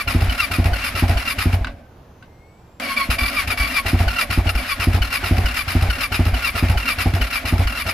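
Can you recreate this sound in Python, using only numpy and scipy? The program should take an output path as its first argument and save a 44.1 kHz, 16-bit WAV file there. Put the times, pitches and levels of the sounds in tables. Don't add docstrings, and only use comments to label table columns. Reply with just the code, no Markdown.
import sys
import numpy as np
from scipy import signal
from scipy.fft import rfft, irfft, next_fast_len
from scipy.io import wavfile
from scipy.ndimage import map_coordinates

SR = 44100
rng = np.random.default_rng(int(sys.argv[2]) if len(sys.argv) > 2 else 0)


def level_to_linear(level):
    exponent = np.asarray(level, float) / 20
    return 10 ** exponent


def transcribe(u):
    v = np.clip(np.atleast_2d(u).T, -1, 1)
    q = np.round(v * 32767).astype(np.int16)
    wavfile.write(sys.argv[1], SR, q)


N = 349713

# valve opens on the empty cylinder in s, delay of the last stroke in s, gas in dB,
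# stretch of the tooth chatter as a factor, squeeze in dB.
CYCLES = [(-0.287, .13, 0, 1.01, 0), (0.151, .13, 0, .99, 0), (0.588, 0.13, 0, 1.01, -1),
          (1.027, .128, 0, .99, 0), (1.46, .142, -0.5, 1.01, 0), (3.935, 0.13, 0.5, .99, 0.46),
          (4.378, .13, 1, 1.01, 0), (4.874, .132, 0.66, 1.01, 0), (5.313, 0.13, 0.5, 1.01, 0),
          (5.755, 0.13, 0.2, 1.01, 0), (6.196, .131, 0.3, .99, -0.26), (6.629, .13, 0, .99, .5),
          (7.061, .151, -0.7, 1.1, -1), (7.528, .126, -.6, .97, -2), (7.94, .13, 0, 1.01, 0)]


def unit(x):
    return x / np.sqrt(np.mean(x ** 2) + 1e-20)


def along(points, hz):
    f, v = np.transpose(points)
    return np.interp(np.log(hz + 1), np.log(f + 1), v)


def curves(rows):
    s, *cols = np.transpose(rows)
    t = np.arange(N) / SR
    gate = (t >= s[0]) & (t <= s[-1])
    return [np.interp(t, s, c) for c in cols] + [gate]


def wobble(rate_hz):
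    knots = rng.standard_normal(int(N * rate_hz / SR) + 4)
    return map_coordinates(knots, [np.arange(N) * rate_hz / SR])


def filtered(x, response):
    m = next_fast_len(N + SR // 2)
    return irfft(rfft(x, m) * response(np.fft.rfftfreq(m, 1 / SR)), m)[..., :N]


def pair(response):
    m = next_fast_len(N)
    re, im = rng.standard_normal((2, 2, m // 2 + 1))
    spectrum = (re + 1j * im) * response(np.fft.rfftfreq(m, 1 / SR))
    return unit(irfft(spectrum, m)[:, :N])


def peaks(modes):
    def gain(f):
        return np.sqrt(sum(level_to_linear(db) ** 2 / (1 + ((f - hz) / (w / 2)) ** 2) ** 2 for hz, w, db in modes))
    return gain


def fuzzy(hz, width_hz):
    phase = 2 * np.pi * np.cumsum(hz) / SR
    slow = peaks([(0.0072, width_hz, 0)])
    return pair(slow) * np.cos(phase) + pair(slow) * np.sin(phase)


def tone(hz, db):
    level = level_to_linear(db + 2.5 + 1.8 * wobble(25.05))
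    phase = 2 * np.pi * np.cumsum(hz + 8 * wobble(29.9)) / SR
    return [[1], [.5]] * level * np.sin(phase)


def ring(hz, width_hz, rise_s):
    t = np.arange(SR // 4) / SR
    return np.exp(-np.pi * width_hz * t) * (1 - np.exp(-t / rise_s)) * np.sin(2 * np.pi * hz * t)


def bursts(times_s, levels_db, t60s, rise_s):
    power = np.zeros(N + SR)
    t = np.arange(SR // 2) / SR
    for s, db, t60 in zip(times_s, levels_db, t60s):
        burst = level_to_linear(db - 60 * t / max(t60, .02)) * (1 - np.exp(-t / rise_s))
        power[round(s * SR):][:len(t)] += burst ** 2
    return np.sqrt(power[:N])


def night():
    # frequency in Hz, density in dB per Hz.
    night_colour = [(20, -12), (70, 1.5), (217, -10), (800, -15.5), (2160, -30), (7000, -41), (8400, -54),
                    (10000, -43.5)]
    level_db = -47.5
    drift = level_to_linear(wobble(3.015) + wobble(7.3))
    return level_to_linear(level_db) * drift * pair(lambda f: level_to_linear(along(night_colour, f)))


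def even(rows):
    # start in s, end in s of a span of even turning.
    even_spans = [
        (-0.07, 1.55),
        (3.8, 4.375),
        (4.75, 7.925),
    ]
    return [row for row in rows if any(a <= row[0] <= b for a, b in even_spans)]


def strokes():
    # first pipe mode in dB, second mode in dB, flutter in dB.
    stroke_levels = [
        (-21.5, -19.5, -32.5),
        (-13.5, -6.5, -23),
        (-7.5, -35, -35),
    ]
    # first mode in dB, second mode in dB, snap in dB.
    suction_levels = (-10, -8, -16)
    # start in s, first mode in dB, second mode in dB, flutter in dB.
    odd_puffs = [
        (1.609, -11.5, -52, -33.4),
        (3.091, -10, -20, -25),
        (3.217, -11, -24, -32),
        (3.47, -18.5, -20.5, -36),
        (3.6, -9.5, -26, -39),
        (4.551, -7.5, -28, -32.5),
    ]
    # start in s, first mode in dB, second mode in dB, snap in dB.
    odd_pops = [
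        (4.378, -6, -11, -17.5),
        (4.461, -10, -10, -27),
    ]
    lead_s = .083
    puffs, pops = [], []
    for s, last_s, gas_db, _, _ in CYCLES:
        for late_s, levels in zip((-lead_s, last_s / 2, last_s), stroke_levels):
            puffs.append((s + late_s, *np.add(levels, gas_db)))
        pops.append((s, *np.add(suction_levels, gas_db)))
    return even(puffs) + list(odd_puffs), even(pops) + list(odd_pops)


def exhaust():
    # frequency in Hz, width in Hz.
    pipe_modes = [(54, 11.3), (91, 8.65)]
    # frequency in Hz, width in Hz, level in dB.
    snap_modes = [(167, 35.7, 1.5), (246, 19.7, -2.5), (345, 19.3, -10.5), (450, 42, -17)]
    out = np.zeros(N + SR)
    puffs, pops = strokes()
    first, second = (ring(hz, w, rise_s=0.0028) for hz, w in pipe_modes)
    snap = sum(sign * level_to_linear(db) * ring(hz, w, rise_s=0.00085)
               for sign, (hz, w, db) in zip((1, 1, -1, 1), snap_modes))
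    for s, first_db, second_db, _ in puffs:
        out[round(s * SR):][:len(first)] += level_to_linear(second_db) * second - level_to_linear(first_db) * first
    for s, first_db, second_db, snap_db in pops:
        out[round(s * SR):][:len(first)] += level_to_linear(first_db) * first - level_to_linear(second_db) * second
        out[round((s - .003) * SR):][:len(snap)] += level_to_linear(snap_db + 5.5) * snap
    s, _, _, flutter_db = np.transpose(puffs)
    flutter = bursts(s - .005, flutter_db, np.full(len(s), .25), rise_s=0.0025)
    return out[:N] + flutter * pair(peaks([(156.0, 205, -0.83), (244.0, 65, -0.17)]))[0]


def rasp():
    # frequency in Hz, width in Hz, level in dB.
    silencer_modes = [(379, 215, -8), (703, 160, -1.5), (820, 120, -5), (1020, 520, -13.5)]
    strongest_db, growth, sucked_db, t60_s = -26.5, .4, -3, .42
    puffs, pops = strokes()
    s, _, second_db, _ = np.transpose(puffs + pops)
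    sucked = np.arange(len(s)) >= len(puffs)
    db = strongest_db + growth * (second_db + 7) + sucked_db * sucked
    gas = bursts(s - .006, db, np.full(len(s), t60_s), rise_s=0.007)
    return gas * level_to_linear(3.13 * wobble(70)) * pair(peaks(silencer_modes))


def loads():
    # time after the suction in s, grind in dB, rise in s, fall in s, tooth mesh in Hz.
    snatches = [(-.068, -24, .011, .017, 1390), (-.044, -22.5, .014, .026, 1270),
                (-.01, -34, .014, .055, 1320)]
    middles = [(.058, -26.5, .005, .008, 1340), (.071, -25, .005, .009, 1320),
               (.086, -31.5, .007, .022, 1310)]
    # time after the first bounce in s, grind in dB, fall in s, tooth mesh in Hz.
    chatters = [(0, -24, .012, 1490), (.025, -27.5, .013, 1420), (.051, -30, .014, 1400)]
    bites = [(.082, -28, .011, 1410), (.106, -23, .013, 1380), (.131, -23, .008, 1200),
             (.147, -27, .014, 1170)]
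    # time after the first bounce in s, grind in dB, rise in s, fall in s, mesh in Hz.
    squeeze = (.12, -24, .04, .03, 1250)
    # start in s, grind in dB, tooth mesh in Hz.
    odd_chatter = [(3.19, -23.5, 1170), (3.58, -24, 1150)]
    # time in s, grind in dB, rise in s, fall in s, tooth mesh in Hz.
    odd_surges = [(2.837, -29, .022, .059, 1150), (2.899, -27, .03, .058, 1120),
                  (2.974, -23, .012, .026, 1170), (3.01, -23.5, .016, .04, 1110),
                  (3.106, -20.5, 0.0071, .044, 1350), (3.33, -28, .04, .03, 1300),
                  (3.391, -20.5, .04, .027, 1150), (3.479, -24, .008, .02, 1300),
                  (3.51, -21.5, .012, .03, 1220), (3.72, -27, .04, .03, 1300),
                  (3.772, -20, .036, .03, 1160), (4.473, -27, .007, .014, 1500),
                  (4.493, -18.5, .005, .015, 1400), (4.558, -24, .01, .0085, 1400),
                  (4.583, -27.5, .012, .05, 1200), (4.675, -30, 0.047, .03, 1340),
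                  (4.715, -20.5, .035, .024, 1170)]
    usual_last_s, first_bounce_s = .131, .151
    rise_s, bounce_s, bounce_fall_s = .0095, .0237, .017
    rows = []
    for s, last_s, _, stretch, squeeze_db in CYCLES:
        slip_s = last_s - usual_last_s
        bounce = s + first_bounce_s + .3 * slip_s
        rows += [(s + late, *rest) for late, *rest in snatches]
        rows += [(s + late + slip_s, *rest) for late, *rest in middles]
        rows += [(bounce + stretch * late, db, rise_s, *rest) for late, db, *rest in chatters]
        rows += [(bounce + stretch * late, db + squeeze_db, rise_s, *rest) for late, db, *rest in bites]
        rows += [(bounce + stretch * squeeze[0], squeeze[1] + squeeze_db, *squeeze[2:])]
    odd = [(s + k * bounce_s, db, rise_s, bounce_fall_s, hz) for s, db, hz in odd_chatter for k in range(5)]
    return even(rows) + odd + list(odd_surges)


def running(db, start_db, linger_s, fall_db):
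    stop_s, start_s, settle_s = 1.575, 2.799, 0.18
    t = np.arange(N) / SR
    dying = db - fall_db * np.maximum(t - stop_s - linger_s, 0)
    settling = db + start_db * np.exp(-np.abs(t - start_s) / settle_s)
    return np.where(t < start_s, dying, settling)


def starter():
    # frequency in Hz, density in dB per Hz.
    grind_colour = [(600, -20.5), (950, -9.5), (1400, -3), (1730, -4), (2300, -2), (2900, -8.5),
                    (3250, -11), (5400, -15), (5900, -20), (8700, -23.5), (9300, -20), (12500, -19),
                    (14500, -22), (15500, -33)]
    # frequency in Hz, width in Hz, level in dB.
    casing_modes = [(1100, 43, -0.5), (1400, 270, -1.5), (1927, 176, 0.5), (2340, 240, 1), (2740, 90, 4.5),
                    (2972, 80, 0), (4290, 1400, -10), (5100, 580, -9)]
    sizzle_modes = [(9460, 300, -2.5), (10170, 760, 1.5), (11140, 1100, -0.5), (13000, 1500, -4)]
    hum_modes = [(252, 64, 0.5), (571, 80, -6), (687, 126, -6)]
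    # multiple of the mesh rate, level in dB.
    mesh_partials = [(1, -1.5), (2, -0.5), (3, -4.5), (4, -3)]
    # tooth mesh in Hz, whine over grind in dB.
    singing = [(1120, -3.5), (1220, -4.5), (1320, -11), (1410, -7), (1490, -3.5)]
    droop_per_s, stall_hz = 22, 1054
    labour_db, heat_s = 1.6, .009
    sudden_s = .0295

    grind, whine, pitch = np.full(N, 1e-10), np.zeros(N), np.full(N, 1300e-10)
    t = np.arange(N) / SR
    rows = loads()
    for s, db, rise_s, fall_s, mesh_hz in rows:
        near = slice(max(round((s - .2) * SR), 0), round((s + .2) * SR))
        u = t[near] - s
        edge = 2 if rise_s > sudden_s else 7
        rising = 2 * np.abs(u / max(rise_s - .003, .002)) ** edge + 14 * np.abs(u)
        falling = 2 * (u / fall_s) ** 2
        power = level_to_linear(2 * db) * np.exp(-np.where(u < 0, rising, falling))
        grind[near] += power
        whine[near] += power * level_to_linear(2 * along(singing, mesh_hz))
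        sag = np.exp(-droop_per_s * np.maximum(u, -.03))
        pitch[near] += power * (stall_hz + (mesh_hz - stall_hz) * sag)
    mesh = pitch / grind

    def colour(f):
        return level_to_linear(along(grind_colour, f))

    casing = peaks(casing_modes)

    def casing_gain(f):
        return level_to_linear(5) * np.hypot(casing(f), level_to_linear(-11)) / (1 + (f / 5600) ** 16)

    song = sum(level_to_linear(db) * fuzzy(k * mesh, width_hz=44 * k) for k, db in mesh_partials)
    out = filtered(np.sqrt(whine) * level_to_linear(1.7 * wobble(70)) * song, casing_gain)

    teeth = level_to_linear(1.4 * wobble(40) + 1.4 * wobble(220))
    scrape = np.sqrt(np.maximum(grind - 1.37 * whine, 0.18 * grind))
    out += level_to_linear(-2) * scrape * teeth * pair(colour)
    out += level_to_linear(-4.5) * np.sqrt(grind) * teeth * pair(casing)

    keep = np.exp(-1 / (heat_s * SR))
    lagging = signal.lfilter([1 - keep], [1, -keep], grind)
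    labour = level_to_linear(labour_db * (1300 - np.maximum(mesh, 1190)) / 100)
    sizzle = lagging ** .62 * labour
    out += level_to_linear(-7) * sizzle * teeth * pair(peaks(sizzle_modes))

    s, db, rise_s = np.transpose(rows)[:3]
    sudden = rise_s < sudden_s
    slap_s = (s - 0.81 * rise_s + 0.0024)[sudden].clip(0)
    slap = bursts(slap_s, db[sudden] - 17.5, np.full(sudden.sum(), .09), rise_s=0.00085)
    out += slap * pair(lambda f: colour(f) * f / 4000)

    hiss_db = running(-34, start_db=1.5, linger_s=-0.04, fall_db=105)
    hum_db = running(-40, start_db=4, linger_s=.15, fall_db=130)
    rumble_db = running(-37, start_db=-11, linger_s=.14, fall_db=90)
    out += level_to_linear(hiss_db + 2.7 * wobble(30)) * pair(lambda f: colour(f) / np.hypot(1, f / 9000))
    out += level_to_linear(hum_db + 3.6 * wobble(25)) * pair(peaks(hum_modes))
    return out + level_to_linear(rumble_db + 2.5 * wobble(12)) * pair(peaks([(57.4, 58, 0)]))


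def relay():
    # time in s, peak in dB, treble in dB, t60 in s.
    contacts = [
        (1.645, -7, -30, 0.047),
        (1.669, -17.5, -27, 0.13),
        (2.224, -32.5, -27, 0.13),
        (2.798, -21, -12, 0.1),
    ]
    # frequency in Hz, width in Hz, level in dB.
    clack_modes = [(900, 340, -6), (1150, 200, 1), (1530, 140, 6), (2080, 370, -3.5), (2720, 600, -6),
                   (3720, 710, -11.5), (4760, 980, -16)]
    s, peak_db, treble_db, t60 = np.transpose(contacts)
    body = bursts(s, peak_db - 10, t60, rise_s=0.00097) * pair(peaks(clack_modes))
    treble = bursts(s, peak_db + treble_db + 2.5, t60 * 0.25, rise_s=0.0012)
    return body + treble * pair(peaks([(6900, 7300, 0)]))


def whines():
    # time in s, pitch in Hz, level in dB.
    coast_rows = [(1.7, 1650, -60), (1.85, 1530, -59), (2.02, 1400, -70)]
    # time in s, whine in Hz, level in dB.
    pump_rows = [(2.05, 1800, -85), (2.2, 2025, -72), (2.45, 2170, -60), (2.63, 2340, -67),
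                 (2.8, 2526, -84)]
    # time in s, lower in Hz, lower in dB, upper in Hz, upper
    # in dB.
    falling_rows = [(2.02, 6300, -86, 8000, -100), (2.15, 6200, -74, 7950, -95),
                    (2.4, 5750, -75, 7790, -78), (2.55, 5505, -79, 7730, -73), (2.8, 5100, -90, 7500, -75)]
    hz, db, on = curves(coast_rows)
    out = on * level_to_linear(db) * fuzzy(hz, width_hz=50)
    hz, db, on = curves(pump_rows)
    out += on * (tone(hz, db) + tone(2 * hz, db - 14))
    low_hz, low_db, high_hz, high_db, on = curves(falling_rows)
    return out + on * (level_to_linear(low_db) * fuzzy(low_hz, width_hz=90) + tone(high_hz, high_db))


def scene():
    # frequency in Hz, left-right likeness from 0 to 1.
    likeness = [(60, 0.99), (180, .997), (550, 0.9), (1200, 0.5), (2600, 0.6), (6000, 0.3), (15000, 0.05)]
    # frequency in Hz, left over right in dB.
    left_lean = [(110, 0), (200, -.5), (380, -2), (700, -4), (1290, -3), (2380, 3), (4400, 4), (8120, 5),
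                 (15000, 6.5)]

    def mid_side(hz):
        angle = np.arccos(np.clip(along(likeness, hz), 0, .999)) / 2
        return np.array([np.cos(angle), np.sin(angle)])

    mid, side = filtered(night() + rasp() + starter() + relay() + whines(), mid_side)
    gas = exhaust()
    late_gas = np.pad(gas, (2, 0))[:N]
    both = np.array([mid + side, mid - side]) + [gas, late_gas]
    return filtered(both, lambda hz: level_to_linear(np.outer([.5, -.5], along(left_lean, hz))))


def band_limit(x):
    return signal.sosfilt(signal.butter(12, 15680, fs=SR, output="sos"), x)


def record(dry):
    top_hz = 15350
    mix = filtered(dry, lambda hz: hz < top_hz)
    return band_limit(mix)


dry = scene()
out = record(dry)
transcribe(out)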